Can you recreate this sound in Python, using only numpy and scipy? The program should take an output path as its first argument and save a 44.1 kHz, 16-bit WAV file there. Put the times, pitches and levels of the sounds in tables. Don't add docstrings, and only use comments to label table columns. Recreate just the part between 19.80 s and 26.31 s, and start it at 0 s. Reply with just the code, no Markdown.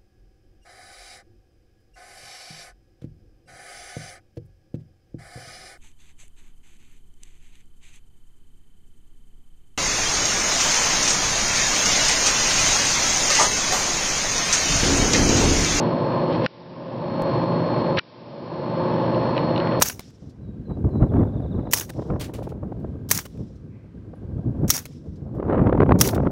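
import sys
import numpy as np
from scipy import signal
from scipy.fft import rfft, irfft, next_fast_len
from scipy.io import wavfile
from scipy.ndimage import uniform_filter1d, map_coordinates

SR = 44100
rng = np.random.default_rng(int(sys.argv[2]) if len(sys.argv) > 2 else 0)


def int16_out(signal):
    q = np.round(np.clip(np.atleast_2d(signal).T, -1, 1) * 32767)
    wavfile.write(sys.argv[1], SR, q.astype(np.int16))


N = 287091
T = np.arange(N) / SR

# t/s, echo level/dB, body knock/dB
SHOTS = [(0.0221, -0.5, 2), (1.9347, -1.5, -1), (3.3129, -3.5, -0.5), (4.9028, -4, -1), (6.2119, -12, 2.5)]
# t from shot/s, level/dB, hold/s, t60/s, knock re contact/dB
CYCLE_CONTACTS = [(-.024, -39.5, 0.001, 0.008, -9.5), (-.021, -31, .001, .008, -20),
                  (-.015, -36.5, 0.0014, 0.01, -17), (-.0087, -22.5, .001, 0.0089, -11.5),
                  (-.0008, -8.5, 0.0015, .012, -5), (.0022, -10, 0.002, 0.0081, -13.5),
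                  (.0075, -21, .0015, 0.025, -14), (0.035, -36.5, .004, .04, -12),
                  (0.063, -20.5, .0006, 0.011, -35), (0.075, -33, 0.0019, .03, 1.5)]
# t from shot/s, level/dB
BOLT_SCRAPE = [(-.024, -50), (0.012, -37.5), (0.039, -29), (0.06, -33), (.069, -37), (.101, -43),
               (0.109, -48), (.15, -60), (.25, -102)]
# t/s, level/dB
FIRST_THUMP = (0.02, -18)
# f/Hz, width/Hz, level/dB
STEEL_PEAKS = [(5860, 1800, 8.5), (11200, 5000, -3.5), (15100, 13000, 6), (4592, 1100, -3)]
# f/Hz, level/dB
RECEIVER_MODES = [(5750, -1), (6500, 0)]
# f/Hz, width/Hz, level/dB
BODY_PEAKS = [(930, 910, 6), (1740, 1800, 3), (3130, 2000, -3.5)]
# t from shot/s, level before each shot's echo level/dB
BERM_ECHO = [(.12, -76), (.18, -61), (.23, -59), (0.42, -72), (.66, -87.5)]
# f/Hz, width/Hz, level/dB
BERM_PEAKS = [(5450, 820, 2), (3630, 1300, -4), (7300, 1100, -8), (1900, 1500, -9.5)]
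# t/s, level/dB
BULLET_SLAPS = [(0.193, -33), (2.0923, -35), (3.4537, -38), (5.055, -35.5), (6.347, -33)]
# f/Hz, level/dB
SOIL_SPECTRUM = [(400, 5.5), (900, 1.5), (4900, -6.5), (16500, -11.5)]
# t/s, level/dB, t60 of the crisp part/s
CASE_BOUNCES = [(2.3977, -40, 0.069), (2.41, -35.5, 0.05), (2.441, -46, 0.059), (2.5368, -44.5, 0.083),
                (2.628, -55, 0.082), (2.691, -55.5, 0.041), (2.9974, -71, 0.07), (4.3507, -78, 0.06),
                (5.5488, -68.5, 0.067)]
# f/Hz, level/dB
GRAVEL_SPECTRUM = [(600, -3), (2800, -1.5), (9000, -6), (16500, -5)]
# t/s, level/dB, t60/s
BRASS_RINGS = [(2.54, -69.5, 0.42), (2.635, -78, 0.54), (4.352, -71.5, 0.148)]
# t/s, length/s, start f/Hz, end f/Hz, level/dB
WHISTLES = [(0.612, 0.21, 4040, 3810, -75), (0.85, 0.17, 4190, 3900, -69.5),
            (1.103, 0.18, 4200, 3910, -67.5)]
# start t/s, beat/s, note length/s, start f/Hz, end f/Hz, level/dB
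TRILL = (1.272, .0476, .04, 4130, 3310, -64.5)
# t/s, buffeting level/dB, flutter re buffeting/dB
BREEZE = [(0, -33, -5.5), (.3, -42, -14), (.7, -31, -20), (.84, -35, -20), (1.12, -22, -15.5),
          (1.6, -24.5, -13), (1.93, -30, -11), (2.15, -28.5, -10.5), (2.6, -29.5, -8.5), (2.95, -28.5, -16),
          (3.3, -32, -18), (3.8, -36, -20), (4.24, -37, -18.5), (4.6, -29, -14), (5.3, -32.5, -23.5),
          (5.57, -27.5, -7.5), (5.66, -23.5, -4.5), (5.72, -18.5, -1.5), (6.1, -14.5, -14.5),
          (6.3, -17, -5), (6.51, -18, -8)]
# t/s, half width at 1/e of the rise/s, rise/dB
GUSTS = [(0.905, 0.034, 14.5), (0.992, 0.018, 7), (1.053, 0.013, 9.5), (1.227, 0.023, 11),
         (1.383, 0.06, 10), (1.78, 0.07, 4), (2.201, 0.031, 5), (2.326, 0.055, 11.5), (3.589, 0.08, 11),
         (4.67, 0.014, 8), (4.83, 0.048, 11), (5.27, 0.03, 9.5), (6.469, 0.0082, 8)]
# t/s, level/dB
EDDIES = [(0.91, -36), (0.97, -37), (1.045, -32.5), (1.204, -37), (1.228, -24.5), (1.338, -31),
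          (1.368, -27), (1.391, -40), (1.417, -31), (1.432, -24), (1.871, -25), (2.193, -28.5),
          (2.223, -31.5), (2.302, -21.5), (2.335, -38), (2.361, -31), (2.496, -29), (2.589, -32),
          (2.622, -32.5), (2.673, -27), (2.722, -30.5), (2.832, -32), (2.921, -29), (3.046, -31.5),
          (4.336, -37), (4.845, -30.5), (5.6, -23.5), (5.627, -23), (5.697, -19.5), (5.709, -26),
          (5.728, -27), (5.743, -22), (5.78, -22.5), (5.792, -24.5), (5.871, -21.5), (5.895, -19),
          (5.926, -14), (5.95, -21), (5.975, -21.5), (6.003, -11), (6.019, -16), (6.031, -14),
          (6.062, -21.5), (6.092, -14.5), (6.109, -13.5), (6.119, -8), (6.159, -37), (6.333, -18.5),
          (6.362, -20.5), (6.379, -18.5), (6.401, -20), (6.432, -26), (6.452, -27), (6.47, -19.5)]
# f/Hz, level/dB
BUFFET_SPECTRUM = [(12, -51.5), (48, -1.5), (110, 4), (250, -3), (500, -17), (1200, -73)]
FLUTTER_SPECTRUM = [(120, -25.5), (300, 0.5), (600, -4.5), (1200, -23), (2500, -53), (8000, -110)]
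SLAP_SPECTRUM = [(100, -5.5), (400, -14), (1000, 0), (2000, -18.5), (4000, -41.5), (12000, -110)]
# f/Hz, level/dB
HISS_SPECTRUM = [(500, -26), (1000, -6), (2500, -18), (5000, -25), (9000, -35), (16500, -47.5)]
# t/s, level/dB
RUSH = (3.9, -70)

RING_WIDTH_HZ, BRASS_HZ = 300, 10330
ECHO_TREBLE_LOSS_HZ = 9000
SHIMMER_DB, SHIMMER_T60_S = -59, 0.48
SLAP_ECHO_S, SLAP_ECHO_DB = 0.3, -28
EDDY_SHARPENS = 0.2
GUST_BRIGHTENS = 0.17
DIP_DB, DIP_FALL_S, DIP_RECOVER_S = 10, 0.073, 0.63
HISS_DB, HISS_DIP_RATIO = -65.5, 0.9
DRONE_DB, DRONE_DIP_RATIO = -61.5, 2.4
DRONE_HZ = 1580
BAND_LIMIT_HZ, BAND_ROLLOFF_HZ = 16500, 900


def amp(db):
    return 10 ** (np.asarray(db) / 20)


def unit(x):
    return x / np.sqrt(np.mean(x ** 2) + 1e-20)


def curves(rows, t=T):
    times_s, *columns = np.transpose(rows)
    return [np.interp(t, times_s, column) for column in columns]


def wobble(rate_hz):
    knots = rng.standard_normal(int(N * rate_hz / SR) + 4)
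    return map_coordinates(knots, [T * rate_hz])


def noise(gain):
    m = next_fast_len(N)
    spectrum_bins = rfft(rng.standard_normal(m)) * gain(np.fft.rfftfreq(m, 1 / SR))
    return unit(irfft(spectrum_bins, m)[:N])


def spectrum(points):
    point_hz, db = np.transpose(points)
    return lambda hz: amp(np.interp(np.log(hz + 1), np.log(point_hz + 1), db))


def peaks(rows):
    def power(f, centre, width, db):
        damping = (f * width) ** 2
        return amp(2 * db) * damping / ((centre * centre - f * f) ** 2 + damping)

    return lambda f: np.sqrt(sum(power(f, *row) for row in rows))


def patchy(x, patchy_db):
    bins = signal.stft(x, nperseg=256)[2]
    patches = uniform_filter1d(rng.standard_normal(bins.shape), size=6, axis=0)
    patches = uniform_filter1d(patches, size=6, axis=1)
    return signal.istft(bins * amp(patchy_db * unit(patches)), nperseg=256)[1][:N]


def burst(start_s, hold_s, t60_s, rise_s):
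    out = np.zeros(N)
    first = max(int(start_s * SR) + 1, 0)
    t = T[first:first + int((hold_s + 2 * t60_s) * SR)] - start_s
    decay = amp(-60 * np.maximum(t - hold_s, 0) / t60_s)
    out[first:first + len(t)] = (1 - np.exp(-t / rise_s)) * decay
    return out


def gun():
    bright, knock, echo, shimmer = np.zeros((4, N))
    rattle = amp(1.8 * wobble(260))
    for shot_s, echo_db, body_db in SHOTS:
        t = T - shot_s
        scraping = (t > BOLT_SCRAPE[0][0]) * (t < BOLT_SCRAPE[-1][0])
        scrape = scraping * amp(curves(BOLT_SCRAPE, t)[0]) * rattle
        bright += scrape
        knock += amp(-7.0) * scrape
        for lag_s, level_db, hold_s, t60_s, knock_db in CYCLE_CONTACTS:
            level_db = level_db + rng.normal(0, 0.42)
            hit = amp(level_db) * burst(shot_s + lag_s, hold_s, t60_s, rise_s=0.00025)
            bright += hit
            knock += amp(knock_db + body_db) * hit
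        echo += (t > 0) * (t < BERM_ECHO[-1][0]) * amp(echo_db + curves(BERM_ECHO, t)[0])
        shimmer += amp(SHIMMER_DB + echo_db) * burst(shot_s + 0.1, 0, SHIMMER_T60_S, rise_s=0.03)

    clatter = bright * patchy(noise(peaks(STEEL_PEAKS)), patchy_db=2)
    ringing = np.zeros(N)
    for hz, db in RECEIVER_MODES:
        ringing += amp(db) * signal.lfilter(*signal.iirpeak(hz, hz / RING_WIDTH_HZ, SR), clatter)
    body = knock * patchy(noise(peaks(BODY_PEAKS)), patchy_db=3)
    thump_s, thump_db = FIRST_THUMP
    thump = amp(thump_db) * np.exp(-((T - thump_s) / 0.0071) ** 2)
    thump = thump * noise(peaks([(520, 350, -0.088), (1260, 350, -0.91)]))

    scatter = amp(1.4 * wobble(40) + 1.4 * wobble(11))
    berm_noise = noise(lambda hz: peaks(BERM_PEAKS)(hz) / (1 + (hz / ECHO_TREBLE_LOSS_HZ) ** 3))
    berm = scatter * echo * patchy(berm_noise, patchy_db=1.3)
    debris = np.maximum(wobble(130) - 0.8, 0)
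    ticks = echo * debris * noise(peaks([(1500, 1800, 3)]))
    treble = shimmer * noise(lambda hz: peaks([(8500, 6000, 0)])(hz) ** 2)
    return clatter + ringing + body + thump + berm + ticks + treble


def bullets():
    slap, back = np.zeros((2, N))
    for s, db in BULLET_SLAPS:
        slap += amp(db) * burst(s - 0.001, 0.0032, 0.042, rise_s=0.00089)
        back += amp(db + SLAP_ECHO_DB) * burst(s + SLAP_ECHO_S, 0.0048, 0.098, rise_s=0.0023)
    soil = slap * amp(6.4 * wobble(400)) * noise(spectrum(SOIL_SPECTRUM))
    return soil + back * noise(lambda hz: peaks([(4500, 5000, 0)])(hz) ** 3)


def case():
    crisp, dull, ring = np.zeros((3, N))
    for s, db, t60_s in CASE_BOUNCES:
        crisp += amp(db) * burst(s - 0.001, 0.0015, t60_s, rise_s=0.0004)
        dull += amp(db) * burst(s, 0.0037, 2.47 * t60_s, rise_s=0.002)
    for s, db, t60_s in BRASS_RINGS:
        ring += amp(db) * burst(s, 0, t60_s, rise_s=0.002)
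    crunch = crisp * patchy(noise(spectrum(GRAVEL_SPECTRUM)), patchy_db=1)
    crunch = crunch + dull * noise(peaks([(2290, 3100, 0)]))
    return amp(1.1 * wobble(670)) * crunch + ring * np.sin(2 * np.pi * BRASS_HZ * T)


def sparrow():
    start_s, beat_s, *trill_note = TRILL
    notes = [(*row, 5.5, 0.45) for row in WHISTLES]
    for k in range(14):
        note_s = start_s + k * beat_s + rng.normal(0, 0.0049)
        notes.append((note_s, *trill_note, 1.1, 2.1 - 0.115 * k))
    song = np.zeros(N)
    for s, length_s, start_hz, end_hz, db, bend, late in notes:
        u = np.linspace(0, 1, int(length_s * SR))
        hz = end_hz + (start_hz - end_hz) * (1 - u) ** bend
        tone = np.sin(2 * np.pi * np.cumsum(hz) / SR)
        song[int(s * SR):][:len(u)] += amp(db) * np.sin(np.pi * u ** late) * tone
    t = T[:SR // 2]
    trees = rng.standard_normal(len(t)) * amp(-60 * t / 0.4)
    smeared = signal.fftconvolve(song, trees / np.linalg.norm(trees))[:N]
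    return song * amp(3.2 * wobble(70)) + amp(-1.5) * smeared


def wind():
    breeze_db, flutter_db = curves(BREEZE)
    gust_db = sum(db * np.exp(-((T - s) / width_s) ** 2) for s, width_s, db in GUSTS)
    buffet_db = breeze_db + dip() + gust_db
    quick = 2 * np.tanh(wobble(45) / 2)
    rumble = amp(1.9 * quick + 2.2 * wobble(16)) * noise(spectrum(BUFFET_SPECTRUM))
    low = amp(buffet_db) * unit(rumble)
    pops = unit(amp(2.8 * quick + 4 * np.tanh(wobble(190))))
    pops = pops * amp(buffet_db + flutter_db + GUST_BRIGHTENS * gust_db)
    for s, db in EDDIES:
        near = slice(int((s - 0.02) * SR), int((s + 0.02) * SR))
        width_s = 0.0035 * amp(-EDDY_SHARPENS * (db + 22))
        pops[near] += amp(db) * np.exp(-((T[near] - s - 0.002) / width_s) ** 2)
    flutter = pops * noise(spectrum(FLUTTER_SPECTRUM))
    slaps = pops ** 1.588 * noise(spectrum(SLAP_SPECTRUM))
    spray_db = uniform_filter1d(buffet_db, SR // 4) - 58.5 + 1.5 * quick
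    spray = amp(spray_db) * rng.standard_normal(N)
    return low + flutter + slaps + spray


def field():
    hiss_db = HISS_DB + HISS_DIP_RATIO * dip() + 0.49 * wobble(10)
    hiss = amp(hiss_db) * noise(spectrum(HISS_SPECTRUM))
    pulses_per_s = 48.7 - 1.15 * T
    pulses = np.sin(np.pi * np.cumsum(pulses_per_s) / SR) ** 3
    drone_noise = noise(lambda hz: np.exp(-((hz - DRONE_HZ) / 90) ** 2))
    drone = pulses * (np.sin(2 * np.pi * DRONE_HZ * T) + 0.5 * drone_noise)
    rush_s, rush_db = RUSH
    rush = amp(rush_db) * burst(rush_s, 0.12, 0.7, rise_s=0.011)
    rush = rush * noise(lambda hz: np.exp(-((hz - 2250) / 420) ** 4))
    return hiss + amp(DRONE_DB + DRONE_DIP_RATIO * dip()) * drone + rush


def dip():
    t = np.clip(T[None] - np.array(SHOTS)[:, :1], 0, None)
    sag = (1 - np.exp(-t / DIP_FALL_S)) * np.exp(-(t / DIP_RECOVER_S) ** 1.2)
    return -DIP_DB * sag.max(axis=0)


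def scene():
    return (gun() + bullets() + case() + sparrow() + wind() + field())[None]


def record(dry):
    held = dry / (1 + np.abs(dry / 0.8) ** 6) ** (1 / 6)
    m = next_fast_len(N + SR)
    edge = np.clip((BAND_LIMIT_HZ - np.fft.rfftfreq(m, 1 / SR)) / BAND_ROLLOFF_HZ, 0, 1)
    return irfft(rfft(held, m) * np.sin(edge * np.pi / 2) ** 4, m)[:, :N]


dry = scene()
out = record(dry)
int16_out(out)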